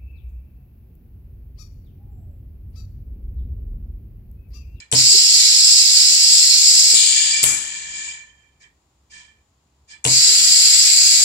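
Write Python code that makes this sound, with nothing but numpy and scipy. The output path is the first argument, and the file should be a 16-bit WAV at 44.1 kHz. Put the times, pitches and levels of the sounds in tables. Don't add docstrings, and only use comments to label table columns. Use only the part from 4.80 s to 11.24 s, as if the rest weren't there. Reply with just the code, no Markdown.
import sys
import numpy as np
from scipy import signal
from scipy.fft import rfft, irfft, next_fast_len
from scipy.io import wavfile
from scipy.ndimage import uniform_filter1d

SR = 44100
rng = np.random.default_rng(int(sys.argv[2]) if len(sys.argv) > 2 else 0)


def int16_out(signal):
    q = np.round(np.clip(np.atleast_2d(signal).T, -1, 1) * 32767)
    wavfile.write(sys.argv[1], SR, q.astype(np.int16))


N = 284004
T = np.arange(N) / SR
SIZE = next_fast_len(N + SR // 2, True) * 2
HZ = np.fft.rfftfreq(SIZE, 1 / SR)
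PORT_DELAY = 0.00046

# opens t/s, shuts t/s, rise t/s, starting flow level/dB,
# starting brightness level/dB, roar level/dB, jet peak f/Hz
INLET_STROKES = [(0.148, 2.13, .005, -16, -3.5, -1, 5320), (5.27, 6.6, 0.027, -18, -0.57, 6, 4660)]
# f/Hz, left level/dB, right level/dB
INLET_COLOUR = [(25, -29, -38), (70, -21, -23.5), (195.7, -29, -30.5), (905, -29, -28), (1430, -12, -15.5),
                (2360, -7, -4), (3262, 2, 2), (4242, -7, 12), (5126, 9, 18), (6256, 6.5, 4.5),
                (6540, 13.5, 5.5), (7427, 20.5, -11.5), (8850, 0.5, -1), (11345, -2.5, -3.5),
                (12080, -9.5, -42)]
# f/Hz, width f/Hz, level/dB
BOX_RESONANCES = [(2280, 160, 4.5), (3966, 46, 7), (4280, 68, 7), (4520, 33, 5), (4787, 40, 10),
                  (4868, 130, 3.5), (4783, 50, 0), (5240, 50, -2), (5490, 17, -3), (6320, 38, 10.5),
                  (7100, 32, -7), (7520, 68, 2.5), (7860, 89, 8.5), (8600, 66, 2.5)]
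# f/Hz, share of brightness, share of roar
INLET_TILT = [(200, 0, 0.38), (700, 0, 0.89), (2285, 0.42, 0.67), (3556, 0.057, 0.1), (5600, 0.16, 0),
              (6420, 0.77, 0.15)]
INLET_SAG_DB_PER_S, INLET_BRIGHTEN_DB_PER_S = 0.77, 1.5
INLET_SHUT_T60 = 0.12


def inlet():
    air = np.zeros(N)
    for opens, shuts, rise, flow_db, bright_db, roar_db, peak_hz in INLET_STROKES:
        age = np.maximum(T - opens, 0)
        opening = 1 - np.exp(-age / rise)
        flow = amp(flow_db - INLET_SAG_DB_PER_S * age) * opening * fade(shuts, INLET_SHUT_T60)
        controls = [bright_db + INLET_BRIGHTEN_DB_PER_S * age, np.full(N, roar_db)]
        hiss = jet(flow, controls, INLET_TILT, flutter_db=0.84)
        air += peaked(hiss, peak_hz, width_hz=500, db=3)
    return colour(room(air, wet=1.0), INLET_COLOUR, BOX_RESONANCES)


# f/Hz, left level/dB, right level/dB
EXHAUST_COLOUR = [(150.0, 4, -1), (590, -7, -8), (1404, -4.5, -3.5), (2120, -5, 3), (2803, 2.2, 7),
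                  (3970, -3, 6), (5080, 0, 12), (5800, 5.5, -1), (6380, 15, -7), (7030, 24.5, 4),
                  (8344, 8.5, 1.6), (8950, -13, -22), (9870, -21.5, -10.5), (11000, -36, -42.5)]
# f/Hz, width f/Hz, level/dB
PIPE_RESONANCES = [(981, 130, 13), (1805, 310, 19.7), (2348, 130, 21.5), (3276, 540, 8.4), (4086, 53, 11),
                   (4910, 130, 6.7), (4920, 110, 3.1), (5730, 150, 5.5), (7670, 100, 3)]
# f/Hz, share of brightness,
# share of spread (a soft puff spreads its hiss more evenly)
EXHAUST_TILT = [(150, -0.66, 0), (2300, -0.042, 0), (3200, 0.57, 0.11), (4500, 0.73, .3), (5700, 0.44, .7),
                (7200, 0.52, -0.81), (8600, 1, 1), (12000, 1.56, 0)]
TRICKLE_DB = -76
DAMP_FROM_DB, DAMP_RANGE_DB = 11.5, 9
DAMP_WIDEN, DAMP_HEIGHT = 1.9, 0.62


def exhaust(leak_db=-81):
    flow_db, bright_db, spread_db = outflow()
    flow = amp(flow_db) - amp(TRICKLE_DB)
    air = room(jet(flow, [bright_db, spread_db], EXHAUST_TILT, flutter_db=0.15), wet=0.85)
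    damping = np.clip((bright_db - DAMP_FROM_DB) / DAMP_RANGE_DB, 0, 1)
    damped_pipe = [(hz, DAMP_WIDEN * width, DAMP_HEIGHT * db) for hz, width, db in PIPE_RESONANCES]
    free_air = colour((1 - damping) * air, EXHAUST_COLOUR, PIPE_RESONANCES)
    damped_air = colour(damping * air, EXHAUST_COLOUR, damped_pipe)
    leak = colour(room(amp(leak_db) * rng.standard_normal(N), wet=0.7), EXHAUST_COLOUR)
    return free_air + damped_air + leak


# start t/s, level/dB, rise t/s, hold t/s, t60 t/s,
# extra brightness level/dB, spread level/dB
EXHAUST_PUFFS = [(0, -43.5, 0.0014, .004, 0.037, -4, 7.5), (3.048, -42.5, 0.12, 0.13, 0.52, 1.5, -1),
                 (3.526, -65.5, 0.046, 0.035, 1, -2.5, 1), (3.782, -54, 0.044, .004, 0.14, -4, 7),
                 (4.288, -51, 0.035, 0.056, 0.55, -0.5, 7.5), (5.062, -48.5, 0.059, .004, 0.11, 2, 8)]
VENT_S, VENT_DB, VENT_RISE_S, VENT_HOLD_S, VENT_T60 = 2.14, -32.5, 0.003, 0.41, 3.34
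EMPTY_S, EMPTY_T60 = 3.27, 0.87
VENT_BRIGHT_DB, VENT_DULL_DB_PER_S = 18.5, 28
BRIGHT_PER_FLOW, MIDDLING_DB, DULLEST_DB = 0.45, -47.5, -10


def outflow():
    age = np.maximum(T - VENT_S, 0)
    flow = amp(VENT_DB) * (1 - np.exp(-age / VENT_RISE_S))
    flow = flow * fade(VENT_S + VENT_HOLD_S, VENT_T60) * fade(EMPTY_S, EMPTY_T60)
    power = flow ** 2 + amp(TRICKLE_DB) ** 2
    extra, spread = 0, 0
    for s, db, rise, hold, t60, extra_db, spread_db in EXHAUST_PUFFS:
        swell = np.sin(np.pi / 2 * np.clip((T - s) / rise, 0, 1)) ** 2
        puff_power = (amp(db) * swell * fade(s + rise + hold, t60)) ** 2
        power = power + puff_power
        extra = extra + extra_db * puff_power
        spread = spread + spread_db * puff_power
    flow_db = 10 * np.log10(power)
    pressure_db = np.maximum(VENT_BRIGHT_DB - VENT_DULL_DB_PER_S * age, 0) * (age > 0)
    speed_db = np.maximum(BRIGHT_PER_FLOW * (flow_db - MIDDLING_DB), DULLEST_DB)
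    return flow_db, pressure_db + speed_db + extra / power, spread / power


# f/Hz, pole width f/Hz, relative level/dB
SUNG_TONES = [(1005, 70, -17.5), (1744, 65, -1.5), (2369, 55, -4.5), (3117, 66, -3), (3220, 67, -11)]


def pipe_tones(level_db=1, left_db=-8, follow=0.54, swamp_above_db=12, swamp_db=0.5, likeness=0.41,
               lag_s=0.015, waver_db=2):
    flow_db, bright_db, _ = outflow()
    swamping_db = swamp_db * np.maximum(bright_db - swamp_above_db, 0)
    tone_db = MIDDLING_DB + follow * (flow_db - MIDDLING_DB) - swamping_db
    blown = 1 - amp(TRICKLE_DB - flow_db)
    singing = np.interp(T - lag_s, T, blown ** 2 * amp(tone_db))
    tone, other = np.zeros((2, N))
    for hz, width, db in SUNG_TONES:
        waver = evened(uniform_filter1d(rng.standard_normal(N), size=2500))
        drive = amp(level_db + db + waver_db * waver) * singing * rng.standard_normal((2, N))
        tone = tone + resonate(drive[0], hz, width)
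        other = other + resonate(drive[1], hz, width)
    left = amp(left_db) * (likeness * tone + np.sqrt(1 - likeness ** 2) * other)
    return np.array([left, np.roll(tone, round(PORT_DELAY * SR))])


# t/s, relative level/dB, t60 t/s, first bounce after t/s,
# bounce level re hit/dB, extra treble level/dB
STOP_HITS = [(0.1243, -5, 0.02, 0.01, -4.5, -15), (2.6387, -1.5, 0.015, 0.007, -8, 20),
             (5.25, -3, 0.017, 0.013, -4, -11)]
# f/Hz, left level/dB, right level/dB
HIT_COLOUR = [(400.0, -4.5, -15.5), (1320, -13.5, -2.5), (2930, 3.5, 10), (4540, -0.5, 7.5), (6130, -18, 3),
              (7740, 19.5, -11), (9850, 0, 11), (12600, -16, -9.5), (15000.0, -30.5, -37)]
BOUNCE_SHRINK, BOUNCE_LOSS_DB, BOUNCE_T60 = 0.78, -0.5, 0.009


def valve_clicks(click_db=-3, rise=0.00021, count=3):
    clicks = np.zeros(N)
    for s, db, t60, gap, bounce_db, treble_db in STOP_HITS:
        hit_db = db + click_db
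        add(clicks, s, amp(hit_db) * burst(rise, t60, treble_db))
        delays = np.cumsum(gap * BOUNCE_SHRINK ** np.arange(count))
        for k, delay in enumerate(delays):
            level = amp(hit_db + bounce_db + k * BOUNCE_LOSS_DB)
            add(clicks, s + delay, level * burst(rise, BOUNCE_T60))
    return colour(room(clicks, wet=0.36), HIT_COLOUR)


# t/s, level/dB, rise t/s, t60 t/s, extra treble level/dB
AIR_SPURTS = [(0.1146, -12, 0.002, 0.022, 0), (0.127, -22, 0.0019, 0.18, -1),
              (2.1429, -7, 0.0013, 0.015, -2), (2.6282, -10, .002, 0.06, 15),
              (2.649, -16.5, 0.0119, 0.49, -1.5), (5.2414, -15, 0.0008, 0.026, -4),
              (5.254, -24, 0.0027, 0.4, -6)]
# f/Hz, left level/dB, right level/dB
AIR_SPURT_COLOUR = [(200.0, -1.5, -7), (700.0, -12.5, -7.5), (1378, -12.5, 0), (2304, 3, -3),
                    (4000.0, -17, -13.5), (5100, -2, 7), (6600, 17, -1), (7800, 22, -2.5), (9100, 5, 4),
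                    (10120, 0, 9.5), (11900, -9, -12.5), (15000.0, -22.5, -52.5)]


def valve_spurts():
    spurts = np.zeros(N)
    for s, db, rise, t60, treble_db in AIR_SPURTS:
        add(spurts, s, amp(db) * burst(rise, t60, treble_db))
    return colour(room(spurts, wet=0.77), AIR_SPURT_COLOUR)


# t/s, ring level/dB, dull thud level/dB
TABLE_KNOCKS = [(0.128, -16.5, -18), (2.133, -43, -32), (2.424, -54.5, -47.5), (2.632, -29, -42.5),
                (5.2552, -17, -17.5)]
# f/Hz, relative level/dB, t60 t/s
TABLE_MODES = [(91.5, -19, 0.51), (127, -3.5, 0.48), (142.5, -14, 0.26), (171.9, -21.5, 0.35),
               (249.7, -14, 0.23), (286, -14.5, 0.45), (383.7, -11.5, 0.12), (452.4, -6, 0.099),
               (468, -13, 0.13), (615, -16.5, 0.17), (715, -14, 0.16), (916, -16.5, 0.2),
               (1013, -15.5, 0.17)]
# f/Hz, left level/dB, right level/dB
KNOCK_COLOUR = [(20, -32.5, -29.5), (60.65, -7, -4.5), (130.1, 5.5, 14), (247.4, 16, 12), (480, 10, 14.5),
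                (793, 7.5, 7.5), (1500, -3, -4), (3988, -42, -38.5)]


def table(rise=0.0025, thud_t60=0.062, right_db=-1.5, stop_s=0.17):
    t = T[:SR]
    ring = np.zeros(SR)
    for hz, db, t60 in TABLE_MODES:
        ring += amp(db) * np.exp(-np.log(1000) * t / t60) * np.sin(2 * np.pi * hz * t)
    ring = ring / (1 + (t / stop_s) ** 10)
    rings, thuds = np.zeros((2, N))
    for s, ring_db, thud_db in TABLE_KNOCKS:
        add(rings, s, amp(ring_db) * ring * (1 - np.exp(-t / rise)))
        add(thuds, s, amp(thud_db) * burst(rise, thud_t60))
    return np.array([rings, amp(right_db) * rings]) + colour(room(thuds, wet=3.0), KNOCK_COLOUR)


BLEED_STOP_S, BLEED_DB, BLEED_SAG_DB_PER_S = 2.64, -19, 11
BLEED_HZ, BLEED_WIDTH_HZ = 4870, 1000


def bleed(left_db=-8):
    age = T - INLET_STROKES[0][1]
    flow = amp(BLEED_DB - BLEED_SAG_DB_PER_S * np.maximum(age, 0)) * (age > 0)
    flow = flow * fade(BLEED_STOP_S, INLET_SHUT_T60)
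    hiss = resonate(rng.standard_normal(N), BLEED_HZ, BLEED_WIDTH_HZ)
    hiss = resonate(hiss, BLEED_HZ, BLEED_WIDTH_HZ)
    return np.array([[amp(left_db)], [1]]) * room(flow * evened(hiss), wet=0.8)


# middle t/s, f/Hz, pole width f/Hz, level/dB, length t/s
BOX_HOOTS = [(0.354, 387, 109, -38.5, 0.069), (0.367, 350, 288, -49.5, 0.33),
             (0.599, 303, 404, -54.5, 0.42), (2.135, 520, 550, -37, 0.027), (2.181, 404, 495, -54, 0.097),
             (2.73, 220, 299, -51, 0.28), (5.503, 378, 80, -43.5, 0.13), (5.56, 414, 400, -54, 0.62),
             (5.618, 280, 60, -48, 0.085), (5.717, 271, 60, -49.5, 0.16)]


def hoots():
    out = np.zeros(N)
    for s, hz, width_hz, db, length in BOX_HOOTS:
        tone = resonate(rng.standard_normal(SR), hz, width_hz)[-round(length * SR):]
        add(out, s - length / 2, amp(db) * evened(tone) * np.hanning(len(tone)))
    return out


# f/Hz, relative level/dB
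FLOOR_COLOUR = [(20, -26.5), (40, -21), (64, 4), (100, -11), (130, -7.5), (180, -16.5), (320, -17.5),
                (550, -23.5), (1000, -20), (1600, -29.5), (5000, -31), (9000, -39), (15500, -45)]
# f/Hz, left-right likeness
FLOOR_LIKENESS = [(100, 1), (400, 0.82), (1200, .1)]


def floor(level_db=-62.5):
    left, other = rfft(rng.standard_normal((2, SIZE)))
    same = np.clip(read(FLOOR_LIKENESS, HZ), 0, 1)
    right = same * left + np.sqrt(1 - same ** 2) * other
    spectrum = np.array([left, right]) * amp(read(FLOOR_COLOUR, HZ))
    return amp(level_db) * evened(irfft(spectrum, SIZE)[:, :N])


# f/Hz, t60 t/s
REVERB_T60 = [(200, 0.55), (2000, .3), (7000, 0.2), (15000, 0.34)]
# f/Hz, share of the power
REFLECTED_SHARE = [(150, 0.33), (600, 0.62), (2000, 1), (5000, 0.28), (12000, 0.59)]


def room(x, wet, size=256):
    count = SR // 2
    direct = np.zeros((2, count))
    direct[0, 0] = direct[1, round(PORT_DELAY * SR)] = 1
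    hz, t, z = signal.stft(rng.standard_normal((2, count)), SR, nperseg=size)
    z = z * amp(-60 * t / read(REVERB_T60, hz)[:, None]) * (t > 0.004)
    z /= np.linalg.norm(z, axis=2, keepdims=True)
    tail = evened(signal.istft(z, SR, nperseg=size)[1][:, :count]) / np.sqrt(count)
    share = np.clip(wet * read(REFLECTED_SHARE, HZ), 0, 1)
    response = np.sqrt(1 - share) * rfft(direct, SIZE) + np.sqrt(share) * rfft(tail, SIZE)
    return irfft(rfft(x, SIZE) * response, SIZE)[:, :N]


def jet(flow, controls, tilt, flutter_db, patchy_db=1.0, size=256):
    hz, t, z = signal.stft(rng.standard_normal(N), SR, nperseg=size)
    for k, control_db in enumerate(controls):
        share = read(tilt, hz, axis=k + 1)[:, None]
        z = z * amp(share * np.interp(t, T, control_db))
    patches = uniform_filter1d(rng.standard_normal(z.shape), size=4, axis=0)
    patches = uniform_filter1d(patches, size=45, axis=1)
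    z = z * amp(patchy_db * evened(patches))
    flutter = evened(uniform_filter1d(rng.standard_normal(N), size=500))
    return flow * amp(flutter_db * flutter) * signal.istft(z, SR, nperseg=size)[1][:N]


def burst(rise, t60, treble_db=0):
    t, hz = T[:SR], np.fft.rfftfreq(SR, 1 / SR)
    treble_share = 1 - 1 / (1 + (hz / 11000) ** 10)
    noise = irfft(rfft(rng.standard_normal(SR)) * amp(treble_db * treble_share), SR)
    return noise * (1 - np.exp(-t / rise)) * np.exp(-np.log(1000) * t / t60)


def colour(x, spectrum, resonances=(), size=4096):
    hz = abs(np.fft.fftfreq(size, 1 / SR))
    db = np.array([read(spectrum, hz, axis=1), read(spectrum, hz, axis=2)])
    for f, width, height in resonances:
        db = db + height / (1 + (2 * (hz - f) / width) ** 2)
    log_response = np.conj(signal.hilbert(np.log(amp(db))))
    taps = np.fft.ifft(np.exp(log_response)).real
    return signal.oaconvolve(np.atleast_2d(x), taps[:, :size // 2], axes=1)[:, :N]


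def resonate(x, hz, width_hz):
    n = np.arange(SR // 4)
    pole = np.exp((2j * hz - width_hz) * np.pi / SR)
    ring = (n * pole ** n).real
    return signal.oaconvolve(x, ring / np.linalg.norm(ring))[:len(x)]


def peaked(x, hz, width_hz, db):
    gain = amp(db / (1 + (2 * (HZ - hz) / width_hz) ** 2))
    return irfft(rfft(x, SIZE) * gain, SIZE)[:N]


def fade(s, t60):
    return amp(-60 * np.maximum(T - s, 0) / t60)


def amp(db):
    return 10 ** (np.asarray(db) / 20)


def evened(x):
    return x / np.sqrt(np.mean(x ** 2))


def read(columns, hz, axis=1):
    columns = np.array(columns, float)
    return np.interp(np.log(hz + 1), np.log(columns[:, 0] + 1), columns[:, axis])


def add(mix, s, sound):
    part = mix[round(s * SR):][:len(sound)]
    part += sound[:len(part)]


def scene():
    air = inlet() + exhaust() + pipe_tones() + bleed()
    knocks = valve_clicks() + valve_spurts() + table()
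    return air + knocks + hoots() + floor()


def record(dry, knee=8):
    low_pass = signal.firwin(511, 15900, window=("kaiser", 9), fs=SR)
    limited = dry / (1 + abs(dry) ** knee) ** (1 / knee)
    return signal.oaconvolve(limited, low_pass[None], "same", axes=1)


dry = scene()
out = record(dry)
int16_out(out)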